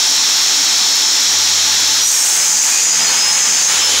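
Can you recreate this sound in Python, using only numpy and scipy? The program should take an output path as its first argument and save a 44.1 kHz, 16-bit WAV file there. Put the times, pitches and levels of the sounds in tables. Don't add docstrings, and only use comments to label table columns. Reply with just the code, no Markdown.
import sys
import numpy as np
from scipy import signal
from scipy.fft import rfft, irfft
from scipy.io import wavfile
from scipy.ndimage import uniform_filter1d, map_coordinates

SR = 44100
rng = np.random.default_rng(int(sys.argv[2]) if len(sys.argv) > 2 else 0)


def persist_wave(psi):
    counts = np.round(np.clip(psi, -1, 1) * 32767).astype(np.int16)
    wavfile.write(sys.argv[1], SR, np.atleast_2d(counts).T)


N = 176400
T = np.arange(N) / SR
TEETH, IDLE_TURNS_PER_S = 60, 96.75

# time in seconds, turns per second.
BLADE_SPEED = [(0, 96.63), (1.2, 96.77), (2.04, 96.8), (2.1, 95.4), (2.2, 92.2), (2.3, 89.65), (2.45, 86.2),
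               (2.6, 83.3), (2.7, 81.6), (2.78, 81.1), (3, 83.1), (3.25, 85.25), (3.35, 86), (3.5, 86.25),
               (3.75, 87.1), (3.87, 87.7), (4, 89.5)]

# frequency in Hz, relative spectral density in dB.
PLATE_SPECTRUM = [(2500, -37.5), (4000, -11.5), (5000, -3.5), (5700, -4), (6200, 1), (7100, 0), (7600, -7),
                  (8200, -8.5), (9500, -22.5), (12000, -32), (15500, -31)]
WOOD_SPECTRUM = [(50, -24), (130, -14), (250, -9), (450, -8), (620, -6.5), (1000, -2), (1800, 3),
                 (3200, 2.5), (4500, -12), (8000, -9), (15500, -24)]
DUST_SPECTRUM = [(4000, -21), (8300, 7), (10000, -10), (13000, -9), (15500, -8.5)]
SCRAPE_SPECTRUM = [(100, -39), (260, -7.5), (530, -2), (900, -29), (2600, -7), (3150, 8.5), (5000, -40)]
AIR_SPECTRUM = [(30, -24), (60, -31), (130, -26.5), (250, -14.5), (600, -16.5), (1100, -9.5), (2000, -7.5),
                (2950, -7.5), (3300, -0.5), (3600, -1), (3950, 1), (4550, -2.5), (5300, -1), (6600, 1.5),
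                (7250, -1.5), (7800, -8), (10000, -21), (15500, -22)]
TICK_SPECTRUM = [(5000, -22), (9000, 2), (12000, 5), (15500, -11)]

# time in seconds, level in dB.
BITE_LEVEL = [(1.97, -45), (2.03, -24), (2.09, -7.5), (2.3, -6.5), (2.62, -2.5), (2.85, -3), (3.11, -9.5),
              (3.3, -8.5), (3.42, -1), (3.64, -7), (3.72, -16), (3.79, -11), (3.86, -18.5), (4, -25)]
TEAR_LEVEL = [(2.0, -36), (2.12, -19.5), (2.3, -16.5), (2.62, -11.5), (2.85, -14), (3.13, -12),
              (3.25, -13.5), (3.33, -12), (3.43, -10), (3.52, -10), (3.64, -15.5), (3.72, -16.5),
              (3.86, -20.5), (4, -27)]
DUST_LEVEL = [(1.98, -42), (2.08, -14.5), (2.3, -12), (2.55, -14.5), (2.68, -11), (2.85, -28), (3.5, -23),
              (4, -52)]
THUMP_LEVEL = [(2.1, -56.5), (2.35, -41), (2.56, -32), (2.7, -49), (2.84, -35.5), (3, -30), (3.25, -43),
               (3.5, -29.5), (3.75, -46), (4, -51.5)]
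TOOTH_TONE_LEVEL = [(1.95, -43), (2.05, -17), (2.23, -17.5), (2.36, -21), (2.47, -13), (2.56, -19),
                    (2.79, -25), (2.99, -14), (3.1, -17), (3.25, -9), (3.43, -17), (3.52, -15), (3.78, -28),
                    (3.84, -14.5), (3.88, -18), (3.94, -40)]
SCREAM_LEVEL = [(1.95, -55), (2.04, -32), (2.18, -24), (2.42, -28), (2.55, -26), (2.72, -22), (2.86, -31),
                (3, -55)]
SCRAPE_LEVEL = [(3.62, -50), (3.72, -36), (3.8, -20), (3.88, -23), (4, -25)]
WHINE_LEVEL = [(0, 1.5), (1.3, 0), (2.03, 1), (2.2, -8)]
RECOVERY_LEVEL = [(2.9, -54), (3.15, -28), (3.35, -26), (3.6, -42), (3.8, -32), (4, -38)]
HUM_LEVEL = [(1.22, -57), (1.33, -45.5), (2, -48), (2.7, -52), (3.4, -45.5), (4, -46)]

# frequency in Hz, relative level in dB.
PLATE_MODES = [(5798, -15), (6120, -14), (6255, -13), (6395, -9), (6515, -13.5), (6800, -9.5), (6980, -16),
               (7070, -12)]
# frequency in Hz, width in Hz, gain in dB.
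HOUSING_CUT_MODES = [(400, 31, 4.5), (507, 45, 4.5), (764, 72, 4), (877, 58, 8.5)]
HOUSING_AIR_MODES = [(403, 24, 1), (758, 33, 4), (879, 28, 8.5)]
# multiple of the tooth rate, relative level in dB.
TOOTH_PARTIALS = [(1, 2), (2, -30), (3, -20)]
SCREAM_PARTIALS = [(1.5, 3.5), (2, 0), (2.5, -3), (3, -3)]
# time in seconds, depth in dB.
SPUTTER_DEPTH = [(2.05, 4), (2.15, 6), (2.8, 5), (2.95, 2), (3.28, 2), (3.45, 6), (3.84, 2.5)]
# multiple of the blade speed, relative level in dB.
THUMP_HARMONICS = [(2, -1.5), (3, -3.5), (6, -7.5), (7, -10)]
# start in seconds, length in seconds, pitch in Hz, level in dB,
# phase jitter in cycles.
SQUEALS = [(2.005, .11, 5790, -12.5, 0.24), (2.68, 0.16, 2476, -18, 0.1), (3.06, .06, 4320, -13.5, 0.12),
           (3.463, .2, 4620, -16, .2), (3.62, .07, 6390, -10, .08)]
# time in seconds, mean snaps per second.
SPLINTER_RATE = [(2, 0), (2.1, 25), (3.43, 8), (3.48, 110), (3.62, 90), (3.68, 5)]
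# frequency at idle speed in Hz, relative level in dB.
WHINE_PARTIALS = [(3916, -31.5), (4206, -35.5), (4400, -30), (4787, -39.5), (4980, -31.5), (5809, -28.5),
                  (5949, -33)]
# (time in seconds, level in dB).
IDLE_WHISTLES = [(5271, [(0, -28.5), (1.05, -20), (1.45, -23.5), (2.06, -23), (2.2, -48)]),
                 (5368, [(0, -22.5), (1.05, -25), (1.55, -35), (2.0, -27), (2.15, -55)]),
                 (5658, [(0.4, -24), (0.9, -30), (1.45, -21), (1.8, -26), (2.05, -28), (2.15, -55)]),
                 (11170, [(0, -39), (0.35, -49), (0.65, -45), (1.15, -55), (1.75, -40), (2.02, -40),
                 (2.2, -56)])]


def cutting(turns):
    blows = tooth_blows(turns)
    return workshop(steel_plate(blows, turns) + tearing_wood(blows, turns)) + sawdust(blows)


def tooth_blows(turns):
    passes = turns * TEETH
    blow = passes.astype(int)
    strength = undb(rng.standard_normal(blow[-1] + 1)[blow])
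    decay = np.exp(-(passes % 1) / 0.51)
    wobble = 1 + 0.073 * np.cos(4 * np.pi * turns)
    return strength * decay * wobble


def steel_plate(blows, turns, width_hz=50, swell_db=3.5):
    rasp = undb(-1.5) * colour(blows * turning_noise(turns, repeat=0.42), PLATE_SPECTRUM)
    drive = blows * rng.standard_normal(N)
    modes = 0
    for hz, db in PLATE_MODES:
        ring = signal.lfilter(*signal.iirpeak(hz, hz / width_hz, fs=SR), drive)
        swell = undb(swell_db * np.clip(waver(7), -2, 1))
        modes += undb(db) * unit(ring * swell)
    return undb(curve(BITE_LEVEL) + 1.4 * waver(16)) * (rasp + modes)


def tearing_wood(blows, turns):
    tearing = colour(blows * turning_noise(turns, repeat=0.29), WOOD_SPECTRUM, HOUSING_CUT_MODES)
    return undb(curve(TEAR_LEVEL) + 0.44 * waver(24.26)) * tearing


def sawdust(blows):
    hiss = colour(blows * rng.standard_normal(N), DUST_SPECTRUM)
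    return undb(curve(DUST_LEVEL) + 0.99 * waver(250)) * hiss


def tooth_tone(turns):
    partials = 0
    for order, db in TOOTH_PARTIALS:
        flicker_db = 2 * waver(60) if order > 1 else 0
        partials += undb(db + flicker_db) * tone(TEETH * turns + 0.035 * waver(500), order)
    sputter = undb(curve(SPUTTER_DEPTH) * np.minimum(waver(110), 1))
    return undb(curve(TOOTH_TONE_LEVEL)) * sputter * partials


def scream(turns, jitter_cycles=0.38):
    partials = sum(undb(db + 1.7 * waver(50.2)) * tone(order * TEETH * turns + jitter_cycles * waver(500))
                   for order, db in SCREAM_PARTIALS)
    return undb(curve(SCREAM_LEVEL)) * partials


def squeals(fall_per_s=0.037):
    out = 0
    for start, length, hz, db, jitter in SQUEALS:
        progress = np.clip((T - start) / length, 0, 1)
        swell = np.sqrt(np.maximum(np.sin(np.pi * progress), 0))
        pitch = hz * (1 - fall_per_s * (T - start - length / 2))
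        out += undb(db + waver(60)) * swell * tone(np.cumsum(pitch) / SR + jitter * waver(200))
    return out


def splinters():
    return undb(curve(BITE_LEVEL) - 2.5) * clicks(curve(SPLINTER_RATE), DUST_SPECTRUM)


def exit_scrape():
    return undb(curve(SCRAPE_LEVEL) + waver(35)) * colour(rng.standard_normal(N), SCRAPE_SPECTRUM)


def board_thump(turns):
    harmonics = sum(undb(db + 0.5 * waver(10)) * tone(turns + 0.034 * waver(22.06), order)
                    for order, db in THUMP_HARMONICS)
    return undb(curve(THUMP_LEVEL)) * harmonics


def saw_whine(turns):
    idle_time = turns / IDLE_TURNS_PER_S
    partials = sum(undb(db + waver(9.7)) * tone(hz * idle_time + 0.035 * waver(30.5))
                   for hz, db in WHINE_PARTIALS)
    return undb(curve(WHINE_LEVEL)) * partials


def whistles(turns):
    idle_time = turns / IDLE_TURNS_PER_S
    idle = sum(undb(curve(level) + 0.8 * waver(10.4)) * tone(hz * idle_time + 0.017 * waver(22.7))
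               for hz, level in IDLE_WHISTLES)
    recovery = undb(curve(RECOVERY_LEVEL) + 2 * waver(30.3)) * tone(116.2 * turns + 0.12 * waver(80))
    return idle + recovery


def rushing_air(turns):
    return undb(-14) * colour(turning_noise(turns, repeat=0.23), AIR_SPECTRUM, HOUSING_AIR_MODES)


def table_hum(turns):
    fundamental = undb(curve(HUM_LEVEL) + 1.8 * waver(12)) * tone(turns + 0.025 * waver(25))
    third = undb(-48 + 2 * waver(7.3)) * tone(turns + 0.0092 * waver(33.1), order=3)
    return fundamental + third


def ticking():
    return undb(-22.5) * clicks(per_s=110, spectrum=TICK_SPECTRUM)


def workshop(x, t60_s=0.54, wet_db=-6):
    t = T[:SR // 2]
    tail = rng.standard_normal(len(t)) * undb(-60 * t / t60_s) * (t > .004)
    wet = signal.fftconvolve(x, tail / np.linalg.norm(tail))[:N]
    return (x + undb(wet_db) * wet) / np.hypot(1, undb(wet_db))


def clicks(per_s, spectrum, decay_s=0.0004):
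    hits = (rng.random(N) < per_s / SR) * undb(3.3 * np.clip(rng.standard_normal(N), -2, 1))
    bursts = signal.lfilter([1], [1, -np.exp(-1 / (decay_s * SR))], hits)
    return bursts * colour(rng.standard_normal(N), spectrum)


def turning_noise(turns, repeat, points_per_turn=512):
    fresh = rng.standard_normal((int(turns[-1]) + 2, points_per_turn))
    recurring = signal.lfilter([1], [1, -repeat], fresh, axis=0)
    return unit(map_coordinates(recurring.ravel(), [turns * points_per_turn], order=3))


def colour(x, spectrum, modes=()):
    f = np.arange(N // 2 + 1) * SR / N + 1e-3
    hz, db = np.array(spectrum).T
    gain = undb(np.interp(np.log(f), np.log(hz), db))
    for centre, width, lift_db in modes:
        detuning = (f * f - centre ** 2) / (f * width)
        gain = gain * (1 + (undb(lift_db) - 1) / (1 + 1j * detuning))
    return unit(irfft(rfft(x) * gain, N))


def tone(cycles, order=1):
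    return np.sqrt(2) * np.sin(2 * np.pi * (order * cycles + rng.random()))


def waver(per_s):
    hold = int(SR / per_s)
    steps = np.repeat(rng.standard_normal(N // hold + 1), hold)
    return unit(uniform_filter1d(uniform_filter1d(steps, hold), hold)[:N])


def curve(rows):
    return np.interp(T, *np.array(rows).T)


def unit(x):
    return x / np.sqrt(np.mean(x ** 2))


def undb(db):
    return 10 ** (np.asarray(db) / 20)


def scene():
    turns = np.cumsum(curve(BLADE_SPEED)) / SR
    blade = cutting(turns) + tooth_tone(turns) + scream(turns) + squeals()
    board = splinters() + exit_scrape() + board_thump(turns)
    running = saw_whine(turns) + whistles(turns) + rushing_air(turns) + table_hum(turns) + ticking()
    return np.tile(blade + board + running, (2, 1))


def record(dry, threshold_db=-13.5, window_s=0.019, makeup_db=1, ceiling=0.66):
    rms = np.sqrt(uniform_filter1d(dry[0] ** 2, int(window_s * SR)) + 1e-12)
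    held = dry * np.minimum(1, undb(threshold_db) / rms) * undb(makeup_db)
    rounded = held / (1 + (held / ceiling) ** 6) ** (1 / 6)
    thinned = signal.sosfilt(signal.butter(2, 36, "high", fs=SR, output="sos"), rounded)
    return signal.sosfilt(signal.ellip(12, .1, 80, 15700, fs=SR, output="sos"), thinned)


dry = scene()
out = record(dry)
persist_wave(out)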